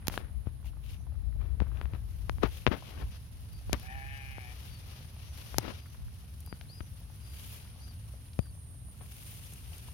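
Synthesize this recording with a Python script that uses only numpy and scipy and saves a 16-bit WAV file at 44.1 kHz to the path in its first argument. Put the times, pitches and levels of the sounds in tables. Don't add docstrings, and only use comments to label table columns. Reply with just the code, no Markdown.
import sys
import numpy as np
from scipy import signal
from scipy.fft import rfft, irfft, next_fast_len
from scipy.io import wavfile
from scipy.ndimage import uniform_filter1d

SR = 44100
rng = np.random.default_rng(int(sys.argv[2]) if len(sys.argv) > 2 else 0)


def persist_wave(psi):
    counts = np.round(np.clip(psi, -1, 1) * 32767).astype(np.int16)
    wavfile.write(sys.argv[1], SR, np.atleast_2d(counts).T)


N = 437913
T = np.arange(N) / SR

# (time [s], pitch [Hz])
BLEAT_PITCH = [(3.821, 123.5), (3.888, 128.4), (3.964, 135.3), (4.0, 133.1), (4.075, 136.2), (4.144, 137.1),
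               (4.215, 134.8), (4.348, 133.3), (4.395, 129.8), (4.451, 121.5), (4.54, 125.5)]
# (time [s], tuning of tongue, mouth and lips [factor], hoarseness [0-1])
VOICE_SHAPE = [(3.82, 0.97, 0.85), (3.92, 1.01, 0.75), (4.0, 0.985, 0.24), (4.12, 0.99, .11),
               (4.32, 0.97, 0.11), (4.41, 0.96, 0.24), (4.52, 1.035, 0.17)]
# (time [s], relative level [dB])
THROAT_LEVEL = [(3.83, 0), (3.866, -4), (3.91, 0), (4.03, -1.5), (4.07, -5), (4.096, -14), (4.128, -5.5),
                (4.246, -7), (4.296, -12), (4.35, -6), (4.51, -1.5)]
# (pitch [Hz], width before widening [Hz], relative level [dB])
THROAT_RINGS = [(785, 83, 22.5), (1310, 650, 1)]
TONGUE_RINGS = [(1765, 140, 0)]
MOUTH_RINGS = [(2430, 135, 15), (2583, 130, 8.5), (2300, 120, 10)]
LIP_RINGS = [(2870, 210, 5), (3240, 150, -16)]


def bleat(base_db=-48, hold_s=0.31, sag_db_per_s=17, jitter=0.009, quaver=0.00177, shimmer_db=3,
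          rasp=4.8, widening=1.48, waver_db=3.3, tremor_db=0.8, left_lag_s=0.0003):
    pitch, = in_time(BLEAT_PITCH)
    tuning, rough = in_time(VOICE_SHAPE)
    throat_db, = in_time(THROAT_LEVEL)
    start, end = BLEAT_PITCH[0][0], BLEAT_PITCH[-1][0]
    sounding = np.clip(np.minimum(T - start, end - T) / 0.014, 0, 1)
    effort_db = base_db - 10 * (1 - ramp(start, length_s=0.087))
    effort_db -= sag_db_per_s * np.maximum(T - start - hold_s, 0)
    opening = ramp(4.03, length_s=0.32) - ramp(4.31, length_s=0.44)
    gape = swell(4.15, length_s=0.048)
    cycles = np.cumsum(pitch * (1 + jitter * rough * drift(44) + quaver * drift(25.4))) / SR

    def pulses(phase):
        return rms_one(sum(np.cos(2 * np.pi * k * phase) for k in range(3, 29)))

    def ring(source, rings, stretch, level_db):
        voice = sum(from_db(db + waver_db * drift(12))
                    * glide(source, hz * stretch, widening * width, start, end)
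                    for hz, width, db in rings)
        levelled = voice / np.sqrt(np.abs(uniform_filter1d(voice ** 2, size=1300)) + 1e-9)
        return levelled * from_db(effort_db + level_db + tremor_db * drift(15)) * sounding

    uneven = cycles + 0.02 * rough * drift(90)
    puffs = rms_one(np.exp(-2 * (cycles % 1)) * rng.standard_normal(N))
    hoarse = pulses(uneven) * from_db(shimmer_db * rough * drift(44)) + rasp * rough * puffs
    throat = ring(pulses(cycles), THROAT_RINGS, np.ones(N), throat_db - 2)
    tongue = ring(hoarse, TONGUE_RINGS, tuning, -5 * opening + 3 * gape)
    mouth = ring(hoarse, MOUTH_RINGS, tuning, -2 + 5.5 * opening)
    lips = ring(hoarse, LIP_RINGS, tuning, -10 + 5.5 * opening + 6 * gape)
    left, right = throat * pan(1.3) + tongue * pan(8.3) + (mouth + lips) * pan(13)
    return np.array([np.interp(T - left_lag_s, T, left), right])


# (time [s], thud gain [dB], thud top [Hz], tick gain [dB], tick top [Hz],
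# left over right [dB], bounce delay [s], bounce strength [0-1], ring pitch [Hz], ring gain [dB])
KNOCKS = [(0.0708, -21, 1000, -7.5, 12500, 21, 0.0012, 0.65, 854, 0),
          (0.0823, 18.5, 265, 2, 16000, -18, 0.00077, 0.12, 1100, -6),
          (0.099, -5, 1500, -24, 4000, -2, 0.00087, 0.21, 1000, -12),
          (0.141, -5, 1580, -26, 9000, 6, 0.00086, 0.24, 2500, -24),
          (0.177, 6.5, 2240, 3, 3470, 11, 0.00026, 0.47, 1660, 14.5),
          (0.4708, 27.5, 99, -27, 2770, 31, 0.0026, 0.13, 600, -13),
          (1.603, 1.5, 1610, -24, 5700, 34, 0.0011, 0.13, 1200, -7),
          (1.61, 22, 150, -53, 4960, 27, 0.00092, 0.1, 600, -26),
          (1.62, 26, 169, -40, 5000, 38, 0.0021, 0.2, 600, -19),
          (1.814, 0, 1620, -22, 5500, 18, 0.00068, 0.055, 1500, -16),
          (1.856, -3, 360, -13, 2600, 11, 0.0011, 0.27, 1200, -28),
          (1.936, 23, 99, -15.5, 2800, 19, 0.0013, 0.17, 1200, -30),
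          (2.296, 10, 1410, -28, 16200, 38, 0.00084, 0.054, 1200, -17),
          (2.384, -8.5, 1200, -22, 3500, 29, .001, 0.18, 1500, -22),
          (2.4347, 10, 550, -24, 12000, 44, 0.0016, 0.36, 1150, 17),
          (2.6664, 21.5, 342, 21.5, 2160, 50, 0.00033, 0.25, 2300, 7),
          (2.6746, 27, 290, 6, 3030, 44, 0.0019, 0.37, 1300, -2),
          (2.715, 17, 250, -23, 3100, 42, 0.0016, 0.2, 900, -6),
          (3.696, 7, 420, -25, 4100, 31, 0.0013, 0.18, 900, -16),
          (3.7308, 14.5, 366, 4.5, 10900, 49, 0.00125, 0.37, 2430, 2.5),
          (3.798, -2, 180, -23, 15000, 7, 0.0011, .2, 11000, -29),
          (4.3826, 0.5, 790, -36, 4630, 29, 0.0012, 0.15, 900, -17),
          (5.544, 1, 1044, -15, 3720, 25, 0.0014, 0.16, 1300, -23),
          (5.584, 18, 324, 7.5, 12200, 45, 0.00017, 0.58, 850, 12),
          (6.463, -15, 180, -29, 16000, 8, 0.0014, .2, 11500, -17),
          (6.5269, 10, 280, -9, 2390, 34, 0.00093, 0.13, 1390, -6),
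          (6.612, -30, 100, -12, 3470, 9, 0.0013, 0.58, 700, -16),
          (6.806, 21.5, 102, -13, 3000, 29, 0.0032, 0.63, 1350, -5),
          (8.391, 29.5, 200, -20, 12000, 41, .0016, .4, 2450, -6.5)]


def knocks(grit=0.0086, grit_s=0.0057):
    out, t = np.zeros((2, N)), T[:SR // 20]
    touch = 1.0 * (t == 0)
    for s, thud_db, thud_hz, tick_db, tick_hz, side_db, bounce_s, bounce, ring_hz, ring_db in KNOCKS:
        gritty = touch + grit * rng.standard_normal(len(t)) * np.exp(-t / grit_s)
        tick = from_db(tick_db) * cut(cut(gritty, 1140, "high", order=1), tick_hz, order=3)
        tick -= resonate(tick, hz=8300, width_hz=1800)
        thud = from_db(thud_db) * cut(touch, thud_hz)
        ring = from_db(ring_db) * resonate(touch, ring_hz, 0.14 * ring_hz)
        blow = tick - thud + ring
        second_blow = bounce * np.interp(t - bounce_s, t, blow, left=0)
        at = round(s * SR)
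        out[:, at:at + len(t)] += (blow + second_blow) / np.hypot(1, bounce) * pan(side_db)
    return cut(out, 60, "high", order=4)


# (peak time [s], pitch then [Hz], pitch fall [octaves/s], rise [s], fade [s], level [dB])
SQUEEZES = [(2.4351, 478, 205, 0.0026, 0.008, -11), (2.7164, 270, 120, 0.0025, 0.0033, -16),
            (3.733, 256, 260, 0.0029, .003, -20)]
# (time [s], pitch [Hz], fade [s], level [dB])
THUMPS = [(2.437, 64.6, 0.011, -16), (2.676, 79.5, 0.01, -12), (3.735, 103, 0.0064, -25),
          (5.589, 110, 0.0066, -29)]


def presses():
    out = np.zeros(N)
    for s, hz, octaves_per_s, rise, fade, db in SQUEEZES:
        t = np.clip(T - s, -3 * rise, 10 * fade)
        cycles = hz * (1 - 2 ** (-octaves_per_s * t)) / (octaves_per_s * np.log(2))
        loudness = np.exp(np.where(t < 0, -(t / rise) ** 2, -t / fade))
        out += from_db(db) * loudness * np.cos(2 * np.pi * cycles)
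    for s, hz, fade, db in THUMPS:
        t = np.clip(T - s, 0, 20 * fade)
        loudness = 2 * t / fade * np.exp(1 - 2 * t / fade)
        out -= from_db(db) * loudness * np.sin(2 * np.pi * hz * t)
    return cut(out, 36, "high") * pan(41)


# (peak time [s], rise [s], fall [s], level [dB])
SCUFFS = [(.135, 0.073, 0.018, -44.5), (.2, 0.03, 0.052, -42.5), (.47, 0.0069, 0.014, -46),
          (1.416, 0.022, 0.085, -50.5), (1.62, 0.0088, 0.029, -44.5), (1.79, 0.065, 0.13, -49),
          (1.951, 0.015, 0.019, -48), (2.434, 0.0045, 0.017, -19.5), (2.678, 0.0035, 0.0064, -30),
          (2.725, 0.0097, 0.017, -23.5), (2.978, 0.13, 0.0056, -47), (3.019, 0.019, 0.016, -37),
          (3.733, 0.0035, 0.013, -26.5), (5.585, 0.0014, 0.0032, -25.5), (5.646, 0.022, 0.033, -35),
          (5.688, 0.013, 0.026, -37.5), (9.01, 0.0038, 0.026, -46)]
# (frequency [Hz], relative level [dB])
SCUFF_TONE = [(60, 14), (150, 8), (400, 4), (800, -1), (1500, -3.5), (3000, -10), (5000, -21),
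              (6300, -28.5), (8000, -43), (16000, -33)]


def scuffs(grain_db=2.5):
    force = np.zeros(N)
    for s, rise, fall, db in SCUFFS:
        from_peak = np.maximum((s - T) / rise, (T - s) / fall).clip(0, 50)
        force += from_db(db) * np.exp(-from_peak)
    return noise(SCUFF_TONE) * force * from_db(grain_db * drift(127)) * pan(43)


# (middle time [s], length [s], rub [dB], crunch [dB], hiss [dB])
STROKES = [(0.144, 0.066, -47.5, -61, -51), (0.672, 0.029, -61, -54, -59), (0.902, 0.082, -58.5, -56, -60),
           (2.55, 0.12, -55, -55, -57), (2.89, 0.23, -57, -55, -62.5), (3.148, 0.052, -53.5, -77, -67),
           (3.8, 0.15, -54.5, -76, -63), (4.643, 0.21, -55, -56, -59), (4.96, 0.15, -55, -69, -63),
           (5.23, 0.063, -60, -56.5, -67), (5.462, 0.19, -51, -68, -55.5), (5.685, 0.17, -51, -54, -62),
           (7.455, 0.2, -54, -53.5, -51), (9.333, 0.43, -56, -57, -52.5), (9.799, 0.39, -57, -61.5, -58)]
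# (time [s], level [dB])
GRIP = [(0, -78), (1.3, -88), (2.2, -63), (3.4, -62), (4.3, -57), (5.3, -57.5), (6.1, -63), (7.1, -62.5),
        (7.7, -58), (8.7, -70.5), (9.93, -68)]
# (frequency [Hz], relative level [dB])
RUB_TONE = [(300, 10.5), (1500, 6.5), (2000, 6), (2800, 10), (3700, 7), (4900, 7), (6200, 4.5), (8000, -37),
            (12000, -22)]
CRUNCH_TONE = [(1700, -16), (2200, -5), (2800, -1), (3500, -5), (4400, -11)]
HISS_TONE = [(3000, -18), (6000, -4), (9000, 0), (11000, 3.5), (12500, 1.5), (13500, 1), (16000, -8.5)]


def slides(grip_hiss_db=-66, hiss_follows=0.34, grain_db=1.62, crunch_grain_db=3, catches_per_s=40):
    grip_db, = in_time(GRIP)
    rub_power, crunch_power = from_db(grip_db) ** 2, np.zeros(N)
    hiss_power = from_db(grip_hiss_db + hiss_follows * (grip_db - grip_db.mean())) ** 2
    for s, length, rub_db, crunch_db, hiss_db in STROKES:
        stroke = swell(s, length)
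        rub_power += (from_db(rub_db) * stroke) ** 2
        crunch_power += (from_db(crunch_db) * stroke) ** 2
        hiss_power += (from_db(hiss_db) * stroke) ** 2
    rub = noise(RUB_TONE) * np.sqrt(rub_power) * pan(6.7)
    grains = rms_one(noise(CRUNCH_TONE) * from_db(crunch_grain_db * drift(180)))
    crunch = grains * np.sqrt(crunch_power) * pan(12)
    catches = (rng.random(N) < catches_per_s / SR) * rng.standard_normal((2, N))
    crackle = from_db(-9.5) * rms_one(resonate(catches, hz=16500, width_hz=4000))
    hiss = (noise(HISS_TONE) + crackle) * np.sqrt(hiss_power) * pan(-1.1)
    return (rub + crunch + hiss) * from_db(grain_db * drift(39))


# (time [s], relative level [dB], ring pitch [Hz])
CRACKLES = [(.644, -53.5, 716), (.768, -52.5, 890), (1.004, -59, 850), (1.067, -52, 840), (1.122, -55, 604),
            (1.141, -56, 815), (1.258, -61, 595), (1.413, -47, 1100), (1.668, -45.5, 1400),
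            (1.716, -47, 1300), (1.771, -44.5, 2720), (2.823, -40, 776), (5.164, -51, 680),
            (5.858, -46.5, 1640), (5.945, -47, 1500), (6.018, -59, 1010), (6.081, -52.5, 1360),
            (6.404, -41, 11500), (6.474, -45, 755), (6.699, -50, 610), (7.014, -56, 810), (7.098, -51, 775),
            (7.651, -53, 1150), (7.759, -53, 800), (7.94, -50, 11000), (8.137, -48, 680),
            (8.261, -57, 4020), (8.333, -46.5, 4200), (9.01, -44, 790), (9.534, -40, 10000),
            (9.781, -39, 11600), (9.884, -47, 840)]


def crackles(faint_per_s=8, fade_s=0.0036, gain_db=1):
    out, t = np.zeros((2, N)), T[:SR // 30]
    chances = rng.random((150, 3))[:round(faint_per_s * T[-1])]
    faint_ones = [(when * (T[-1] - 0.05), -59 + 6 * loud, 650 * 5 ** (high * high))
                  for when, loud, high in chances]
    for s, db, hz in CRACKLES + faint_ones:
        burst = rng.standard_normal((3, len(t))) * np.exp(-t / fade_s)
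        crackle = cut(resonate(burst, hz, 0.47 * hz), 1.24 * hz)
        stereo = crackle[0] + 0.58 * crackle[1:]
        at = round(s * SR)
        out[:, at:at + len(t)] += (from_db(db) * stereo / np.abs(stereo).max())[:, :N - at]
    return out * from_db(gain_db) * pan(1.5)


# (middle time [s], length [s], level [dB], left over right [dB])
GUSTS = [(0.427, 0.8, -35.5, 21), (1.574, 0.69, -28, 34), (2.2, 0.6, -35.5, 10), (2.368, 0.17, -28.5, 16),
         (3.053, 0.086, -32, -3), (3.707, 0.079, -33, 1), (3.944, 1, -44, -22), (5.578, 0.04, -31, 17),
         (6.04, 0.094, -35.5, -8)]
# (frequency [Hz], relative level [dB])
GUST_TONE = [(25, -22), (45, -3), (60, 4), (100, -10.5), (160, -26.5), (300, -39), (700, -51.5)]
AIR_TONE = [(15, -47), (25, -22), (43, -14), (64, -0.5), (116, -5), (137, -10.5), (173, -16), (367, -34.5),
            (549, -37), (2150, -43), (4170, -45), (4690, -48.5), (5150, -47.5), (7000, -59.5), (9100, -76),
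            (15400, -120)]
# (frequency [Hz], likeness [0-1])
AIR_LIKENESS = [(40, 0.8), (80, 1), (250, 0.86), (640, 0.79), (1400, 0.00059), (3000, 0), (15000, 0)]


def wind(air_db=-46.5, breeze_db=-50.5, lowest_hz=32):
    steady = from_db(air_db) * noise(AIR_TONE, AIR_LIKENESS)
    power = (from_db(breeze_db) * pan(9)) ** 2
    for s, length, db, side_db in GUSTS:
        power = power + (from_db(db) * swell(s, length) * pan(side_db)) ** 2
    return cut(steady + np.sqrt(power) * noise(GUST_TONE), lowest_hz, "high", order=4)


# (time [s], length [s], top pitch [Hz], arch size [Hz], place of the top [0-1], relative level [dB])
WHISTLES = [(3.518, 0.083, 4660, 50, 0.4, -58), (4.7, 0.092, 4650, 70, 0.0, -57),
            (5.773, .125, 4850, 70, 0, -64), (6.444, 0.11, 4800, 100, 0.26, -57.5),
            (6.677, 0.13, 4980, 733, 0.63, -54.5), (7.21, 0.19, 4780, 70, 0.2, -60),
            (7.8, 0.057, 4870, 150, 0.9, -55), (7.877, 0.039, 4760, 60, 0.04, -53),
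            (8.381, 0.13, 4740, 90, 0.2, -63)]


def bird(waver=0.0083, flutter_db=3, rasp_db=1.5, scatter_db=-6, scatter_s=0.021):
    song = np.zeros(N)
    wobble = 1 + waver * drift(190)
    for s, length, top_hz, arch_hz, top_at, db in WHISTLES:
        span = slice(round(s * SR), round((s + length) * SR))
        progress = np.linspace(0, 1, len(T[span]))
        hz = (top_hz - arch_hz * np.abs(2 * (progress - top_at)) ** 2.4) * wobble[span]
        loudness = np.minimum(1, 10 * np.minimum(progress, 1 - progress))
        song[span] += from_db(db - 1.5) * loudness * np.sin(2 * np.pi * np.cumsum(hz) / SR)
    song *= from_db(flutter_db * drift(59) + rasp_db * drift(500))
    t = T[:SR // 8]
    echoes = rng.standard_normal((2, len(t))) * np.exp(-t / scatter_s)
    scattered = signal.fftconvolve(song[None], echoes / np.linalg.norm(echoes[0]), axes=1)[:, :N]
    return (song + from_db(scatter_db) * scattered) * pan(10)


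# (time [s], relative level [dB], pitch [Hz], pulse rate [1/s], pulse depth [dB], pitch swing [Hz])
TRILL = [(0, -67, 9200, 8, 3, 50), (1.5, -84.5, 9550, 8, 1, 50), (2.4, -72, 9400, 9, 0, 50),
         (5.7, -66.5, 9000, 7.9, 7.5, 50), (6.1, -74, 9400, 8.5, 1, 50), (6.5, -64, 9380, 9.1, 2, 30),
         (7.3, -63, 9380, 8.3, 2, 29.8), (7.9, -61, 9320, 7, 1, 40), (8.3, -63, 9480, 7, 3, 60),
         (8.8, -59, 9400, 5.9, 3.3, 120), (9.05, -67, 9400, 9.6, 16, 170), (9.25, -64, 9200, 6.2, 11, 80),
         (9.93, -63, 9200, 6.3, 0, 50)]


def insects(pulse_peak_s=8.6, blur_hz=150, flicker_db=1.5, second_joins_s=7.97, chorus_db=-64.5):
    trill_db, hz, rate, depth_db, swing_hz = in_time(TRILL)
    shared_db = 0.31 * (trill_db - trill_db.mean())
    pulse_count = np.cumsum(rate * (1 + 0.0625 * drift(3))) / SR
    beat = 2 * np.pi * (pulse_count - np.interp(pulse_peak_s, T, pulse_count))
    phase = 2 * np.pi * np.cumsum(hz - swing_hz * np.sin(beat)) / SR
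    blur_a, blur_b = cut(rng.standard_normal((2, 2, N)), blur_hz)
    note = blur_a * np.cos(phase) + blur_b * np.sin(phase)
    pulsing = from_db(depth_db * np.cos(beat) + flicker_db * drift(13))
    trill = rms_one(note * pulsing) * from_db(trill_db - 3)
    second_db = -75.5 + 11 * ramp(second_joins_s, length_s=0.6) + shared_db
    second = shrill(hz=8975, width_hz=260) * from_db(second_db + flicker_db * drift(5.9))
    chorus = shrill(hz=10820, width_hz=850) * from_db(chorus_db + shared_db)
    return (trill + second) * pan(0.27) + chorus * pan(-33)


# (time [s], level [dB])
FAR_CHIRPS = [(1.0, -74), (5.3, -64), (5.92, -69), (6.85, -68), (7.14, -74), (7.85, -67), (8.15, -75),
              (8.55, -74)]


def far_chirps():
    loudness = sum(from_db(db) * swell(s, length_s=0.078) for s, db in FAR_CHIRPS)
    return shrill(hz=5950, width_hz=450) * loudness * pan(1.8)


def from_db(db):
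    return 10 ** (np.asarray(db) / 20)


def rms_one(x):
    return x / np.sqrt(np.mean(x ** 2) + 1e-20)


def pan(db):
    return from_db([[min(db, 0)], [min(-db, 0)]])


def ramp(start_s, length_s):
    return np.clip((T - start_s) / length_s, 0, 1)


def swell(middle_s, length_s):
    return np.exp(-np.minimum(2 * ((T - middle_s) / length_s) ** 2, 50))


def drift(rate_hz):
    step, warm_up = 40, 2000
    r = np.exp(-2 * np.pi * rate_hz * step / SR)
    slow = signal.lfilter([1], [1, -2 * r, r * r], rng.standard_normal(N // step + warm_up + 2))
    slow = rms_one(slow[warm_up:])
    return np.interp(np.arange(N) / step, np.arange(len(slow)), slow)


def in_time(rows):
    times, *columns = np.transpose(rows)
    return [np.interp(T, times, column) for column in columns]


def at_hz(rows, hz):
    frequencies, values = np.transpose(rows)
    return np.interp(np.log(hz), np.log(frequencies), values)


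def cut(x, hz, kind="low", order=2):
    sections = signal.butter(order, np.clip(hz, 10, 0.45 * SR), kind, fs=SR, output="sos")
    return signal.sosfilt(sections, x + 1e-18)


def resonate(x, hz, width_hz):
    r = np.exp(-np.pi * width_hz / SR)
    gain = (1 - r * r) / 2
    return signal.lfilter([gain, 0, -gain], [1, -2 * r * np.cos(2 * np.pi * hz / SR), r * r], x + 1e-18)


def glide(x, hz, width_hz, start_s, end_s, block=128):
    out, state = np.zeros(N), np.zeros((2, 2))
    r = np.exp(-np.pi * width_hz / SR)
    gain = (1 - r * r) / 2
    for i in range(round(start_s * SR), round(end_s * SR), block):
        stage = [gain, 0, -gain, 1, -2 * r * np.cos(2 * np.pi * hz[i] / SR), r * r]
        out[i:i + block], state = signal.sosfilt([stage, stage], x[i:i + block], zi=state)
    return out


def noise(tone, likeness=None):
    size = next_fast_len(N)
    hz = np.maximum(np.fft.rfftfreq(size, 1 / SR), 1)
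    alike = np.clip(at_hz(likeness, hz), -1, 1) if likeness else 0
    edge_fade = np.minimum(hz / tone[0][0], 1) ** 2 * np.minimum(tone[-1][0] / hz, 1) ** 2
    shared, opposed = rfft(rng.standard_normal((2, size))) * from_db(at_hz(tone, hz)) * edge_fade
    spectrum = np.sqrt(1 + alike) * shared + np.sqrt(1 - alike) * opposed * [[1], [-1]]
    return rms_one(irfft(spectrum, size)[:, :N])


def shrill(hz, width_hz):
    band = resonate(rng.standard_normal((2, N)), hz, width_hz)
    return rms_one(resonate(band, hz, width_hz))


def scene():
    field = bleat() + wind() + insects() + bird() + far_chirps()
    return field + crackles() + knocks() + presses() + scuffs() + slides()


def record(dry, dip_depth=0.64, top_hz=15900):
    dipped = dry - dip_depth * resonate(dry, hz=7850, width_hz=1000)
    return signal.sosfilt(signal.ellip(10, 0.1, 80, top_hz, fs=SR, output="sos"), dipped)


dry = scene()
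out = record(dry)
persist_wave(out)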